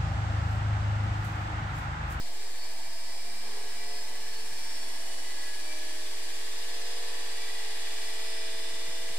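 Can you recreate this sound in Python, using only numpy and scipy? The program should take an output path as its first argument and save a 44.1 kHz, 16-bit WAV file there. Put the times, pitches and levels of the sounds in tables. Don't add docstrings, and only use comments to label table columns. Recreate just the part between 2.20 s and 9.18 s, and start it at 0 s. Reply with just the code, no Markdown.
import sys
import numpy as np
from scipy import signal
from scipy.fft import rfft, irfft, next_fast_len
from scipy.io import wavfile
from scipy.ndimage import uniform_filter1d, map_coordinates

SR = 44100
rng = np.random.default_rng(int(sys.argv[2]) if len(sys.argv) > 2 else 0)


def master(y):
    cut = np.clip(np.atleast_2d(y).T, -1, 1)
    pcm = np.round(cut * 32767)
    wavfile.write(sys.argv[1], SR, pcm.astype(np.int16))


N = 307818
TIME_S = np.arange(N) / SR
TEETH = (8, 9)


# teeth, start_turns_per_s, top_turns_per_s, time_constant_s
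ROTORS = [(8, 12.75, 18.98, 2.97), (9, 13.29, 18.831, 2.867)]
# time_s, speed_percent
SPEED_DRIFT = [(0, .3), (.8, -.1), (1.8, -.4), (2.6, -.15), (3.3, .15), (4, .3), (5.5, .1), (7, -.05)]

def speeds():
    eight, nine = [top - (top - start) * np.exp(-TIME_S / lag) for _, start, top, lag in ROTORS]
    return [eight * (1 + over_time(SPEED_DRIFT) / 100), nine]


def shafts(flutter_turns=0.00041):
    return [np.cumsum(speed) / SR + flutter_turns * (wobble(14) + 0.29 * wobble(70))
            for speed in speeds()]


def mesh_tones(angles, mesh, modes, rise_db, flicker_db, wander_db, play_turns, groups=5):
    multiples, *levels = np.transpose(mesh)
    strain = np.exp(-TIME_S / ROTORS[1][3])
    force = 0
    for teeth, turns, speed, db in zip(TEETH, angles, speeds(), levels):
        tones = 0
        for k in range(groups):
            flicker = amp(flicker_db * strain * wobble(11) + wander_db * wobble(4))
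            wavering = turns + play_turns * strain * wobble(24)
            tones += flicker * each_turn(wavering, teeth * multiples[k::groups], amp(db[k::groups]))
        force += amp(rise_db * np.log10(speed / 18)) * tones

    def body(hz):
        power = sum(amp([[mid], [side]]) ** 2 / (1 + (2 * (hz - centre) / width) ** 2)
                    for centre, width, mid, side in modes)
        return np.sqrt(power + [[1], [.5]]) * [np.ones(len(hz)), delay(hz, ms=2.2)]
    mid, side = filtered(force, body)
    return amp(-.5) * np.array([mid + side, mid - side])


# tooth_rate_multiple, eight_tooth_db, nine_tooth_db
FRAME_TONES = [(10, -73.5, -76), (11, -75, -72), (12, -81.5, -72), (13, -79, -80.5), (14, -89, -76),
               (15, -78, -74), (16, -71, -75), (17, -76.5, -71), (18, -72.5, -74), (19, -73.5, -77),
               (20, -75.5, -82), (21, -86, -78.5), (22, -74, -79.5), (23, -80, -81.5), (24, -77, -89),
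               (25, -84, -95), (26, -84, -84), (27, -89, -93), (28, -90, -91), (29, -91, -82),
               (30, -86, -79), (31, -92, -85), (32, -85.5, -85.5), (33, -90, -86), (34, -86, -94),
               (35, -83, -83), (36, -80, -82.5), (37, -93, -76), (38, -102, -82), (39, -84, -76),
               (40, -81, -80), (41, -72, -75.5), (42, -90, -77), (43, -84, -87), (44, -77, -87),
               (45, -94, -74), (46, -77, -90), (47, -80, -82), (48, -81, -86), (49, -93, -85),
               (50, -82, -80), (51, -89, -89), (52, -80, -81), (53, -77, -82), (54, -85, -84),
               (55, -79, -86), (56, -86, -78), (57, -86, -81), (58, -83, -84), (59, -82, -92),
               (60, -76.5, -76.5), (61, -87, -89), (62, -86, -88), (63, -76.5, -85), (64, -95, -108),
               (65, -89, -77), (66, -91, -84), (67, -71, -74), (68, -81, -75), (69, -95, -77),
               (70, -76, -81), (71, -92, -77), (72, -73, -85), (73, -76, -78), (74, -73, -83)]
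# pitch_hz, width_hz, mid_db, side_db
FRAME_MODES = [(1690.0, 54, 14, 14), (1745, 37, 15.5, 7), (1972.0, 64, 15, 2.5), (2110, 27, 2, 15),
               (2322, 35, 12, 5), (2450, 16, 12.5, 2), (2830, 23, 9, 9), (2930, 71, 13, -9),
               (3021.0, 23, 12, 17), (3434, 88, 18, 21), (3662, 54, 22, 19), (3740, 32, 9, 20),
               (4060.0, 53, 14, 22), (4445, 80, 23, 18), (4655, 110, 23, 24), (4830, 120, 16.5, 24),
               (5090, 86, 22.5, 24), (5350, 300, 16.5, 19), (7180, 260, 10, 15), (7850.0, 280, 9, 22.5),
               (8710, 250, 16, 13), (9100, 220, 10, 0), (10100, 300.0, 5, -2)]

def frame_whine(angles):
    return mesh_tones(angles, FRAME_TONES, FRAME_MODES,
                      rise_db=74, flicker_db=3, wander_db=1.2, play_turns=0.00031)


# tooth_rate_multiple, eight_tooth_db, nine_tooth_db
BOARD_TONES = [(2, -76, -79.5), (3, -77.5, -77.5), (4, -82, -79), (5, -81, -77), (6, -75, -74.5),
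               (7, -71.5, -72.5), (8, -70.5, -82), (9, -70, -77.5)]
# pitch_hz, width_hz, mid_db, side_db
BOARD_MODES = [(244.8, 4.7, 14, 0), (263.5, 8.7, 13.5, 7), (311.5, 6.8, 20.5, -15), (329.5, 4.1, 16.5, -13),
               (424.3, 26, 21.5, 16), (437.2, 2.4, 24.5, 22), (480.3, 3.6, 25, 1), (497.4, 3.3, 24.5, 24),
               (534, 5.9, 21.5, 19), (568.4, 5.1, 21, -11), (622.3, 9.0, 24, 10), (656.5, 6.1, 25, 6),
               (664.7, 3.8, 28, -2), (709.0, 5.4, 26, 25.5), (723.6, 8.2, 20.5, 21), (755, 12, 17, 17),
               (775.6, 4.3, 18.5, 11), (811, 8.1, 17, 18), (856.7, 26, 14.5, 3), (910, 32, 11.5, 5),
               (997, 6.3, 11.5, 8), (1040, 14.0, 6, 1), (1068, 13, 5.5, 10), (1119, 9, 8, 9),
               (1145.0, 10, 5.5, -4), (1285.0, 9.1, -1, 0)]

def board_hum(angles):
    return mesh_tones(angles, BOARD_TONES, BOARD_MODES,
                      rise_db=71, flicker_db=4.5, wander_db=0.47, play_turns=0.0045)


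# peak_s, pitch_hz, half_length_s, level_db
WHISTLES = [(.43, 4456, .045, -53.5), (.63, 4455, .045, -52.5), (.87, 4459, .05, -54.5),
            (1.78, 4460, .065, -57.5), (2.18, 4462, .085, -51.5), (2.22, 5110, .06, -59),
            (2.55, 5085, .09, -54), (2.62, 4460, .085, -52.5), (3.22, 4458, .09, -57.5),
            (3.28, 1690, .14, -56), (3.46, 4640, .06, -54), (3.62, 1710, .11, -58), (4.0, 4456, .1, -60),
            (4.93, 1926, .11, -59), (5.1, 4829, .15, -59), (5.4, 5025, .2, -60), (5.83, 5070, .1, -55.5),
            (6.13, 5093, .16, -50.5), (6.34, 2788, .18, -57), (6.46, 5114, .1, -53.5),
            (6.48, 3615, .22, -57.5), (6.76, 5128, .055, -57), (6.8, 1978, .25, -57)]

def whistles(angles, tremble_db=1.6, spread_rad=0.77):
    rates, powers = speeds(), {}
    for peak_s, hz, length, db in WHISTLES:
        now = [speed[int(peak_s * SR)] for speed in rates]
        tones = [(rotor, teeth * round(hz / (teeth * now[rotor]))) for rotor, teeth in enumerate(TEETH)]
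        nearest = min(tones, key=lambda tone: abs(now[tone[0]] * tone[1] - hz))
        powers[nearest] = powers.get(nearest, 0) + (amp(db) * swell(peak_s, length)) ** 2
    total = sum(np.sqrt(2 * power) * np.exp(2j * np.pi * (order * angles[rotor] + rng.random()))
                for (rotor, order), power in powers.items())
    tremble = unit(amp(tremble_db * wobble(35)))
    return tremble * np.real(total * np.exp(1j * spread_rad * np.array([[.5], [-.5]])))


def tooth_knocks(angles, mesh_db, loose):
    orders, total = np.arange(1, 1200), 0
    for teeth, turns in zip(TEETH, angles):
        gains = amp(mesh_db * (orders % teeth == 0))
        regular = unit(np.array([each_turn(turns, orders, gains) for _ in range(2)]))
        contact = amp(2.4 * np.cos(2 * np.pi * teeth * turns) + 2 * np.cos(2 * np.pi * turns))
        scattered = unit(contact * rng.standard_normal((2, N)))
        total += np.sqrt(1 - loose) * regular + np.sqrt(loose) * scattered
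    return total


# frequency_hz, gain_db
BOARD_SPECTRUM = [(120, -19), (200, -78), (260, -5.5), (310, -7.5), (365, -8), (430, 0), (540, -6.5),
                  (720, -1), (870, 2), (1000, -2.5), (1150, -4), (1400, -10.5), (2200, -38)]
GEAR_SPECTRUM = [(700, -57), (1400, -9.5), (1700, -1.5), (1900, 0.5), (2200, 0), (2700, -1.5), (3250, -0.5),
                 (3600, -2), (4200, 2), (5000, -3), (5700, -7), (7000, -13.5), (12000, -53)]
SIZZLE_SPECTRUM = [(3000, -62), (4700, -10), (5400, -2.5), (6300, -2.5), (7400, 1.5), (8200, -1),
                   (8900, -3.5), (9800, -5), (11300, -10.5), (12600, -6.5), (14500, -14.5), (15700, -23)]
# time_s, relative_level_db
BOARD_LEVELS = [(0, -54.5), (1.1, -55.5), (1.35, -50), (1.6, -54.5), (2.8, -54.5), (4, -55.5), (7, -55)]
GEAR_LEVELS = [(0, -52), (1.1, -52.5), (1.25, -50), (2.9, -50), (4.2, -47.5), (5.6, -46), (7, -47.5)]
SIZZLE_LEVELS = [(0, -50.5), (.8, -50.5), (2, -49.5), (2.6, -48.5), (4.75, -48), (5.4, -48.5), (5.85, -47),
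                 (6.2, -50), (7, -48)]

def rattle(angles):
    board = in_room(tooth_knocks(angles, mesh_db=-10, loose=0.47), BOARD_SPECTRUM, wet_db=-6)
    gears = in_room(tooth_knocks(angles, mesh_db=-6, loose=0.57), GEAR_SPECTRUM, wet_db=2)
    sizzle = in_room(tooth_knocks(angles, mesh_db=7, loose=0.69), SIZZLE_SPECTRUM, wet_db=-3)
    board *= amp(over_time(BOARD_LEVELS))
    gears *= amp(over_time(GEAR_LEVELS) + 3)
    sizzle *= amp(over_time(SIZZLE_LEVELS))
    throb = amp(0.26 * np.cos(2 * np.pi * angles[1]))
    return (board + gears) * throb + sizzle


# pitch_hz, half_width_hz, level_db, loudest_turns_per_s, knock_share
STEEL_PARTS = [(1700, 99, -58, 16.5, 1), (1972, 25, -64.5, 16.9, 0.64), (2328, 12, -60.5, 14.2, 0.76),
               (2790, 13, -78, 24, .1), (3615, 20, -72, 19, 0.093)]
# peak_s, pitch_hz, half_length_s, level_db
STEEL_SWELLS = [(.35, 1700, 0.22, -61), (0.592, 2328, 0.072, -58), (.72, 1700, 0.16, -60),
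                (0.924, 1972, 0.057, -60), (1.086, 2328, 0.16, -57.5), (1.568, 2328, 0.14, -58),
                (1.927, 1972, 0.07, -56), (2.38, 2328, 0.21, -70), (3.08, 1972, 0.084, -53.5),
                (3.252, 1972, 0.08, -51), (3.523, 2328, 0.063, -56), (5.228, 2328, .09, -52.5),
                (5.322, 1972, 0.19, -53.5), (6.2, 2328, .2, -65)]

def loose_steel(frame, throb_db=2):
    speed, total = speeds()[1], 0
    throb = amp(throb_db * np.cos(2 * np.pi * np.cumsum(speed) / SR))
    for pitch, width, db, loudest_speed, share in STEEL_PARTS:
        knocks = throb * (rng.standard_normal((2, N)) + 2.3 * rng.standard_normal(N))
        tone, noise = filtered(np.array([frame, knocks]), lambda hz: 1 / (1 + ((hz - pitch) / width)**2))
        ring = np.sqrt(1 - share) * unit(tone) + np.sqrt(share) * unit(noise)
        power = np.abs(uniform_filter1d(np.mean(ring ** 2, axis=0), size=4000)) + 1e-12
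        steadied = unit(ring / power ** 0.16)
        shaking = amp(db - np.minimum(3 * np.abs(speed - loudest_speed), 8))
        swells = sum(amp(peak_db) * swell(peak_s, length)
                     for peak_s, hz, length, peak_db in STEEL_SWELLS if hz == pitch)
        total += np.hypot(shaking, swells) * steadied
    return total


# peak_s, pitch_hz, half_length_s, level_db
SHUDDERS = [(0.057, 237, 0.062, -60), (0.243, 418, 0.12, -56.5), (1.2, 233, 0.18, -58.5),
            (1.367, 413, 0.16, -52), (1.404, 437, 0.084, -55), (1.76, 424.7, 0.14, -52.5)]

def shudders():
    return sum(amp(db) * swell(peak_s, length) * np.sin(2 * np.pi * hz * TIME_S + 0.23 * wobble(24.3))
               for peak_s, hz, length, db in SHUDDERS)


# time_s, level_db
RUMBLE_LEVELS = [(0, -64.5), (1.3, -61.5), (2.4, -56.5), (3.3, -75), (4, -77)]
# frequency_hz, gain_db
RUMBLE_SPECTRUM = [(110, -54), (180, 1), (250, 10.5), (300, 7.5), (400, -7.5)]

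def rumble():
    noise = in_room(rng.standard_normal((2, N)), RUMBLE_SPECTRUM, wet_db=-6)
    return amp(over_time(RUMBLE_LEVELS)) * noise


# peak_s, pitch_hz, peak_db
THUDS = [(0.681, 130, -59), (.72, 135, -70), (1.56, 99, -60), (1.61, 136, -69), (2.11, 139, -65),
         (2.16, 109, -64), (2.329, 137, -57), (3.26, 183, -79), (6.35, 188, -62), (6.539, 190, -59),
         (6.69, 159, -55), (6.81, 185, -61), (6.91, 154, -55)]

def thuds(half_length_s=0.013, lag_ms=0.1):
    total = 0
    for peak_s, hz, db in THUDS:
        arrival_s = peak_s + np.array([[-.5], [.5]]) * lag_ms / 1000
        tone = np.sin(2 * np.pi * (hz * (TIME_S - arrival_s) + rng.random()))
        total += amp(db) * swell(arrival_s, half_length_s) * tone
    return total


# pitch_hz, level_db
STEADY_TONES = [(343, -71), (15625, -79)]

def room_tone(floor_db=-90):
    floor = unit(filtered(rng.standard_normal(N), lambda hz: along([(20, 1), (200, 0)], hz)))
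    tones = sum(amp(db) * np.sqrt(2) * np.sin(2 * np.pi * hz * TIME_S) for hz, db in STEADY_TONES)
    return amp(floor_db) * floor + tones


# frequency_hz, correlation
MIC_LIKENESS = [(250, 0.051), (700, 0.18), (1400, 0.17), (3000, 0.14), (7000, 0.47), (14000, 0.063)]

def in_room(pair, spectrum, wet_db, t60_s=0.25, lag_ms=0.088):
    tail_s = np.arange(SR // 4) / SR
    tails = rng.standard_normal((2, len(tail_s))) * amp(-60 * tail_s / t60_s)
    reflections = signal.fftconvolve(pair, tails / np.linalg.norm(tails[0]), axes=1)[:, :N]

    def colour(hz):
        spread = np.arccos(along(MIC_LIKENESS, hz)) / 2
        return amp(along(spectrum, hz)) * [np.cos(spread), np.sin(spread)]
    mid, side = filtered(pair + amp(wet_db) * reflections, colour)
    right = filtered(mid - side, lambda hz: delay(hz, lag_ms))
    return unit(np.array([mid + side, right]))


def each_turn(turns, orders, gains, size=16384):
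    lines = np.zeros(size // 2 + 1, complex)
    lines[np.round(orders).astype(int)] = gains * np.exp(2j * np.pi * rng.random(len(orders)))
    shape = irfft(lines) * size / np.sqrt(2)
    return np.interp(turns % 1 * size, np.arange(size + 1), np.append(shape, shape[0]))


def amp(db):
    return 10 ** (np.asarray(db) / 20)


def unit(x):
    return x / np.sqrt(np.mean(x ** 2) + 1e-20)


def along(points, hz):
    frequencies, values = np.transpose(points)
    return np.interp(np.log(hz + 1), np.log(frequencies), values)


def over_time(points):
    return np.interp(TIME_S, *np.transpose(points))


def swell(peak_s, half_length_s):
    return np.exp(-((TIME_S - peak_s) / half_length_s) ** 2)


def wobble(knots_per_s):
    coarse_s = TIME_S[::32]
    curve = map_coordinates(rng.standard_normal(2048), [coarse_s * knots_per_s], mode="mirror")
    return np.interp(TIME_S, coarse_s, curve)


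def delay(hz, ms):
    return np.exp(-2j * np.pi * hz * ms / 1000)


def filtered(x, response):
    size = next_fast_len(N + SR // 4)
    return irfft(rfft(x, size) * response(np.fft.rfftfreq(size, 1 / SR)), size)[..., :N]


def scene():
    angles = shafts()
    hum = board_hum(angles)
    whine = frame_whine(angles)
    machine = hum + whine + whistles(angles) + rattle(angles) + loose_steel(whine)
    return machine + shudders() + rumble() + thuds() + room_tone()


def record(dry, top_hz=15740, offset=0.0444):
    return filtered(dry, lambda hz: hz < top_hz) + offset


dry = scene()
out = record(dry)
master(out)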